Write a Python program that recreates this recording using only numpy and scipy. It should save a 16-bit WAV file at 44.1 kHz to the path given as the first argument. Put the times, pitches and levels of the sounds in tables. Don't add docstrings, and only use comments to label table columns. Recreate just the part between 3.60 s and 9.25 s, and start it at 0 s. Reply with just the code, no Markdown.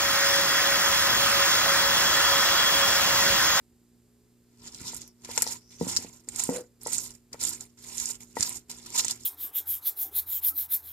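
import sys
import numpy as np
from scipy import signal
from scipy.fft import rfft, irfft
from scipy.io import wavfile
from scipy.ndimage import uniform_filter1d

SR = 44100
rng = np.random.default_rng(int(sys.argv[2]) if len(sys.argv) > 2 else 0)


def wrap_up_sound(samples):
    columns = np.atleast_2d(samples).T
    tamed = np.clip(columns, -1, 1)
    steps = np.round(tamed * 32767).astype(np.int16)
    wavfile.write(sys.argv[1], SR, steps)


N = 249165
TIME = np.arange(N) / SR
FFT_SIZE = 2 ** 18
FREQS = np.maximum(np.arange(FFT_SIZE // 2 + 1) * SR / FFT_SIZE, 1)
SUDDEN_DB_PER_S = 7000


def from_db(db):
    return 10 ** (np.asarray(db) / 20)


def rms_one(x):
    return x / np.sqrt(np.mean(x ** 2) + 1e-20)


def panned(left_db):
    return from_db(np.vstack([left_db, -left_db]) / 2)


def add(out, s, sound):
    start = int(s * SR)
    out[:, start:start + sound.shape[-1]] += sound[..., :N - start]


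def colour(x, spectrum):
    hz, db = np.transpose(spectrum)
    gain = from_db(np.interp(np.log(FREQS), np.log(hz), db))
    cepstrum = irfft(np.log(gain))
    cepstrum[1:FFT_SIZE // 2] *= 2
    cepstrum[FFT_SIZE // 2 + 1:] = 0
    return irfft(rfft(x, FFT_SIZE) * np.exp(rfft(cepstrum)))[..., :N]


def keep_side(x, hz, kind):
    return signal.sosfilt(signal.butter(2, hz, kind, fs=SR, output="sos"), x + 1e-18)


def resonate(x, hz, width_hz):
    r = np.exp(-np.pi * width_hz / SR)
    feedback = [1, -2 * r * np.cos(2 * np.pi * hz / SR), r * r]
    return signal.lfilter(np.array([1, 0, -1]) * (1 - r * r) / 2, feedback, x + 1e-18)


def drift(per_s):
    knots = rng.standard_normal(N // 20)
    return np.interp(TIME * per_s, np.arange(len(knots)), knots)


def stereo_noise(side_db):
    mid, side = rng.standard_normal((2, N))
    return mid + from_db(side_db) * side * [[1], [-1]]


def with_echoes(x, wall_db, wall_t60, room_db, room_t60=0.17, size=6000):
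    t, paths = TIME[:size], 0
    for db, t60 in ((wall_db, wall_t60), (room_db, room_t60)):
        tail = rng.standard_normal((2, size)) * from_db(-60 * t / t60) * (t > 0.0005)
        paths = paths + from_db(db) * rms_one(tail) / np.sqrt(size)
    paths[[0, 1], rng.integers(0, 10, 2)] += 1
    return signal.oaconvolve(x[None], paths, axes=1)[:, :N]


def grains(per_s, spread_db):
    sizes = from_db(spread_db * np.minimum(rng.exponential(1, N), 4)) * rng.choice([-1, 1], N)
    return rms_one(sizes) * (rng.random(N) < per_s / SR) * np.sqrt(SR / per_s)


def peak_at(s, rise_db_per_s, fall_db_per_s, hold_s=0):
    rise = np.minimum(TIME - s, 0) * rise_db_per_s
    fall = np.maximum(TIME - s - hold_s, 0) * fall_db_per_s
    return np.maximum(rise - fall, -200)


# (multiple of the mains pitch, level [dB])
HUM_TONES = [(1, -25), (2, -1.5), (3, -9.5), (4, 3), (5, -28), (6, -7), (7, -10), (8, -29)]
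# (pitch [Hz], level [dB])
ROOM_TONE = [(20, -17.5), (55, 1), (130, -10.5), (300, -6.5), (480, -17), (700, -23), (1500, -29.5),
             (3000, -32), (7000, -38), (14000, -27.5)]


def kitchen(mains_hz=59.68, hum_db=-61.5, room_db=-60):
    hum = 0
    for multiple, db in HUM_TONES:
        lag_s = 0.0004 * rng.standard_normal()
        tone = np.sin(2 * np.pi * multiple * (mains_hz * TIME + lag_s))
        hum = hum + tone * from_db(db + 1.6 * drift(9))
    room = rms_one(colour(stereo_noise(side_db=-9), ROOM_TONE))
    return np.sqrt(2) * hum * from_db(hum_db) + room * from_db(room_db)


# (lands [s], presses hardest [s], lifts [s], crackle [dB], smear [dB], meat drag [dB],
# brightness [dB per octave], left over right [dB])
BRUSH_STROKES = [(0.999, 1.298, 1.455, -37.5, -52, -52, -2, 1.5),
                 (1.667, 1.789, 1.963, -32, -45.5, -52, -0.5, 0), (2.193, 2.307, 2.48, -31, -45, -46, 0, 0),
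                 (2.724, 2.791, 2.99, -31, -46.5, -54, 2, -2),
                 (3.264, 3.331, 3.48, -29, -46.5, -51.5, 2.5, -1),
                 (3.805, 3.829, 3.958, -26, -44, -47.5, 2, .5), (4.223, 4.418, 4.56, -33, -48, -57, 3, -3),
                 (4.768, 4.84, 4.96, -28, -43, -53, 3, -1), (5.246, 5.426, 5.58, -33, -49, -54, -1, 1)]


def strokes(landing_db=-14.5, lifting_db=-14, brightening_per_s=12.5):
    levels = np.full((3, N), -120.0)
    tilts, pans = [], []
    for lands, hardest, lifts, crackle_db, smear_db, drag_db, tilt_db, left_db in BRUSH_STROKES:
        off_peak = np.interp(TIME, [lands, hardest, lifts], [1, 0, 1]) ** 0.82
        pressure = off_peak * np.where(TIME < hardest, landing_db, lifting_db)
        pressure += peak_at(lands, rise_db_per_s=501, fall_db_per_s=257, hold_s=lifts - lands)
        stroke = [crackle_db + pressure, smear_db + 0.85 * pressure, drag_db + 0.48 * pressure]
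        levels = np.maximum(levels, stroke)
        tilts += [(s, tilt_db + brightening_per_s * (s - hardest)) for s in (lands, lifts)]
        pans.append((hardest, left_db))
    return *levels, np.interp(TIME, *np.transpose(tilts)), np.interp(TIME, *np.transpose(pans))


def bristles(level_db, tilt_db, left_db):
    per_s = 340 * from_db(0.5 * (np.maximum(level_db, -55) + 36))
    out = 0
    for hz in np.geomspace(3300, 13500, num=16):
        crackle = resonate(grains(per_s, spread_db=2.5), hz, 0.14 * hz)
        crackle = resonate(crackle, hz, 0.61 * hz)
        shifting_db = 3.8 * drift(60)
        crackle *= from_db(shifting_db + (tilt_db - 1) * np.log2(hz / 6500))
        out = out + with_echoes(crackle, wall_db=0, wall_t60=0.028, room_db=-15)
    clumps_db = 2.15 * drift(120)
    return rms_one(out) * from_db(level_db + clumps_db - 12) * panned(left_db)


def ticks(level_db):
    clicks = resonate(grains(70, spread_db=3), hz=7000, width_hz=8000) * from_db(level_db - 16.5)
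    return with_echoes(clicks, wall_db=-6, wall_t60=0.03, room_db=-20.5)


# (pitch [Hz], level [dB])
SMEAR_TONE = [(250, -11.5), (480, -3.5), (680, -8.5), (940, 4), (1150, -7), (1380, 1.5), (1580, -2),
              (1850, 0.5), (2450, 0.5), (3200, 2), (5000, -30.5)]


def smear(level_db):
    out = 0
    for hz in np.geomspace(450, 3200, num=11):
        pops = resonate(grains(300, spread_db=4), hz, 0.15 * hz)
        pops *= from_db(4.35 * drift(40)) / np.sqrt(hz)
        out = out + with_echoes(pops, wall_db=6.5, wall_t60=0.019, room_db=-1)
    return rms_one(colour(out, SMEAR_TONE)) * from_db(level_db - 4.5)


# (pitch [Hz], level [dB])
MEAT_TONE = [(25, -35.5), (60, -3.5), (100, 8), (220, -3.5), (330, 6), (480, -14), (700, -13.5),
             (1500, -38)]


def meat_drag(level_db):
    rubbing = colour(stereo_noise(side_db=-14), MEAT_TONE)
    return rms_one(rubbing) * from_db(level_db - 4.5)


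# (peak time [s], crackle [dB], smear [dB], swell [dB per s])
PEELING_TUFTS = [(1.08, -42, -51.5, 150), (1.278, -30, -49.5, 350), (1.718, -37, -46, 202),
                 (1.921, -25.5, -42.5, 279), (2.293, -26.5, -41, 450), (2.801, -26, -40, 449.5),
                 (2.962, -35, -45, 250), (3.348, -24, -46, 350), (3.814, -26.5, -47, 900),
                 (4.507, -29.5, -46, 199), (4.835, -25, -42, 500), (5.357, -23, -40, 800),
                 (5.394, -19, -36, 599.5), (5.51, -29.5, -45.5, 298.5)]


def squelches(let_go_db_per_s=546.5):
    return np.max([np.vstack(levels) + peak_at(s, swell, let_go_db_per_s)
                   for s, *levels, swell in PEELING_TUFTS], axis=0)


# (time [s], strength [dB], pitch [Hz], left over right [dB])
FILM_SNAPS = [(1.1464, -28, 4600, 0), (1.346, -20.5, 10100, -5), (1.3657, -20, 10200, -2),
              (1.417, -28.5, 5830, 1), (1.4772, -28, 11700, -4), (1.649, -29, 5040, -1),
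              (1.777, -6.5, 4900, 9), (1.8216, -1, 8970, 8), (1.8262, -11, 7040, 9),
              (1.8665, -24, 5230, 11), (1.875, -19.5, 4550, -2), (2.3644, -9, 5540, 1),
              (2.37, -7.5, 4570, 6.5), (2.6876, -18, 6700, 5), (2.7611, -18.5, 7860, -3),
              (2.7956, -16.5, 7160, 0), (2.8, -15.5, 7800, 6), (2.8376, -8.5, 10600, -1),
              (3.2332, -22.5, 10800, -4.5), (3.2705, -16.5, 9800, -1), (3.332, -18, 8800, -14.5),
              (3.382, -17, 7000, -9), (3.5067, -32, 6300, 0), (3.7308, -25, 5906, 7.5),
              (3.8376, -13.5, 7200, -3), (3.851, -17.5, 7600, -5), (3.8852, -19.5, 6900, 0),
              (3.893, -14, 10800, -6), (3.9367, -39, 7700, 7), (4.0087, -30.5, 7240, -11),
              (4.381, -19.5, 5860, -5), (4.4, -18, 5200, -2), (4.4573, -16.5, 7200, -5),
              (4.808, -12.5, 5760, -3), (4.8278, -9, 5200, -1), (4.8941, -13.5, 10600, -2),
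              (5.2618, -29, 10200, 1), (5.4472, -16, 5670, -4), (5.4517, -16.5, 7700, 0),
              (5.4822, -13, 5360, 7), (5.5105, -14, 6400, 4.5)]


def snaps(size=300):
    out, t = np.zeros((2, N)), TIME[:size]
    for s, db, hz, left_db in FILM_SNAPS:
        tear = signal.unit_impulse(size) + 0.39 * rng.standard_normal(size) * np.exp(-t / 0.00022)
        pocket = resonate(resonate(tear, hz, width_hz=4200), hz, width_hz=11550)
        smack = resonate(tear, hz=2300, width_hz=1500)
        snap = pocket + from_db(-13) * smack
        heard = with_echoes(snap / np.linalg.norm(snap), wall_db=-1.5, wall_t60=0.038, room_db=-17.5)
        add(out, s, heard * from_db(db - 1) * panned(left_db))
    return out


# (pitch [Hz], level [dB], time to fade 60 dB [s])
CROCK_NOTES = [(110, -24, 0.053), (185.3, -12.5, 0.32), (272.6, -0.5, 0.095), (350, -0.5, 0.026),
               (478, 4, 0.041), (582, 4, 0.017), (732, -6, 0.052), (854, -1.5, 0.046), (913.5, 2.5, 0.048),
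               (1182, -22, 0.098), (1320, -7.5, 0.046), (1643, -20, 0.036), (1942, 1, 0.043)]
# (time [s], peak level [dB], treble limit [Hz], bass limit [Hz])
BRUSH_BUMPS = [(1.214, -38, 138, 60), (1.333, -39.5, 1010, 710), (1.69, -36, 774, 380),
               (1.777, -25, 1040, 756), (1.824, -33.5, 1020, 626), (1.866, -29.5, 1600, 500),
               (2.212, -18.5, 358, 189), (2.216, -27.5, 173, 115), (2.229, -25.5, 300, 160),
               (2.268, -27, 338, 192), (2.388, -37, 300, 150), (2.447, -35, 337, 150),
               (2.68, -44, 307, 150), (2.798, -39.5, 1490, 900), (2.891, -17, 443, 210),
               (3.263, -26.5, 1430, 337), (3.28, -34, 1940, 414), (3.744, -35.5, 820, 286),
               (4.769, -21.5, 1850, 347), (4.796, -36.5, 132, 70.6), (4.806, -33.5, 161, 80),
               (5.098, -57, 1004, 384), (5.355, -38.5, 1095, 840), (5.385, -46, 920, 920),
               (5.447, -37.5, 1600, 900)]


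def bumps(size=11000):
    out, t = np.zeros((2, N)), TIME[:size]
    hz, db, t60 = np.array(CROCK_NOTES).T[:, :, None]
    for s, peak_db, treble_hz, bass_hz in BRUSH_BUMPS:
        strength = from_db(db + 1.5 * rng.standard_normal(hz.shape))
        notes = strength * from_db(-60 * t / t60) * np.sin(2 * np.pi * hz * t)
        ring = keep_side(keep_side(notes.sum(0), treble_hz, "low"), bass_hz, "high")
        heard = with_echoes(ring, wall_db=-14, wall_t60=0.018, room_db=-12.5)
        add(out, s, heard / np.abs(heard).max() * from_db(peak_db))
    return out


# (peak time [s], length [s], pitch [Hz], glide [Hz per s], level [dB])
THIN_HISSES = [(1.463, 0.1, 5890, -11000, -58.5), (2.151, 0.31, 5850, 3699, -59)]


def hisses():
    rumble = rms_one(keep_side(stereo_noise(side_db=-3.5), 450, "low"))
    tones = 0
    for s, length_s, hz, glide, db in THIN_HISSES:
        t = TIME - s
        swell = np.exp(-np.minimum((2 * t / length_s) ** 2, 20))
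        tones = tones + np.sin(2 * np.pi * (hz + glide * t / 2) * t) * swell * from_db(db - 3.5)
    return rumble * tones


# (time [s], crackle [dB], smear [dB], fade [dB per s])
LIGHT_DABS = [(1.647, -36, -47.5, 449.5), (2.106, -47.5, -61, 88.5), (2.52, -49, -61.5, 66.5),
              (2.686, -46, -55, 250), (3.212, -46.5, -60, 130), (3.504, -44, -57.5, 191.5),
              (3.729, -45, -49.5, 223), (4.007, -41, -54, 190.5), (4.175, -48.5, -64.5, 20),
              (4.606, -42, -57, 191.5), (4.70, -53, -65, 61), (5.097, -37.5, -50, 130),
              (5.175, -44.5, -59.5, 59.5), (5.259, -41, -53, 101), (5.599, -45.5, -65.5, 89.5)]


def dabs():
    return np.max([np.vstack(levels) + peak_at(s, SUDDEN_DB_PER_S, fade)
                   for s, *levels, fade in LIGHT_DABS], axis=0)


def judder(start_s=2.891, hz=488, db=-40):
    level_db = db + peak_at(start_s, SUDDEN_DB_PER_S, fall_db_per_s=260, hold_s=0.099)
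    phase = 2 * np.pi * np.cumsum(hz * (1 + 0.055 * drift(700))) / SR
    overtones = sum(np.sin(k * phase) * (0.5 + 0.8 * drift(150)) for k in (2, 3, 4))
    groan = (np.sin(phase) + from_db(-22) * overtones) * from_db(3 * drift(130))
    slips = resonate(grains(400, spread_db=0), hz=360, width_hz=276)
    slips = resonate(slips, hz=370, width_hz=380)
    return (rms_one(groan) + from_db(-5) * rms_one(slips)) * from_db(level_db)


def scene():
    crackle_db, smear_db, drag_db, tilt_db, left_db = strokes()
    crackle_db, smear_db = np.max([(crackle_db, smear_db), squelches(), dabs()], axis=0)
    meat = meat_drag(drag_db)
    sauce = bristles(crackle_db, tilt_db, left_db) + ticks(crackle_db) + smear(smear_db) + snaps()
    return meat + sauce + hisses() + bumps() + judder() + kitchen()


def suppress_noise(x, open_db=-42.5, slope=0.55, deepest_db=-9):
    treble = keep_side(x, 810, "high")
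    power = uniform_filter1d(np.mean(treble ** 2, axis=0), size=1300)
    level_db = 10 * np.log10(np.abs(power) + 1e-12)
    return x * from_db(np.clip(slope * (level_db - open_db), deepest_db, 0))


# (pitch [Hz], left [dB], right [dB])
MIC_OPENINGS = [(300, 0.5, 2), (610, 5.5, 2.5), (1107, 6.5, -1.5), (1790, 8, 3), (3180, 5.5, 5),
                (4230, 10, 8.5), (4870, 14.5, 9), (6070, 10, 12.5), (6740, 3.5, 18), (7300, 8, 21),
                (8450, 3.5, 12.5), (9790, 2.5, 9.5), (10700, 3.5, 5), (15500, -1, -1.5)]


def record(dry, cutoff_hz=14750):
    openings = np.array(MIC_OPENINGS)
    left = colour(dry[0], openings[:, [0, 1]])
    right = colour(dry[1], openings[:, [0, 2]])
    rounded = np.tanh(suppress_noise(np.array([left, right])))
    return signal.sosfilt(signal.ellip(10, 0.2, 70, cutoff_hz, fs=SR, output="sos"), rounded)


dry = scene()
out = record(dry)
wrap_up_sound(out)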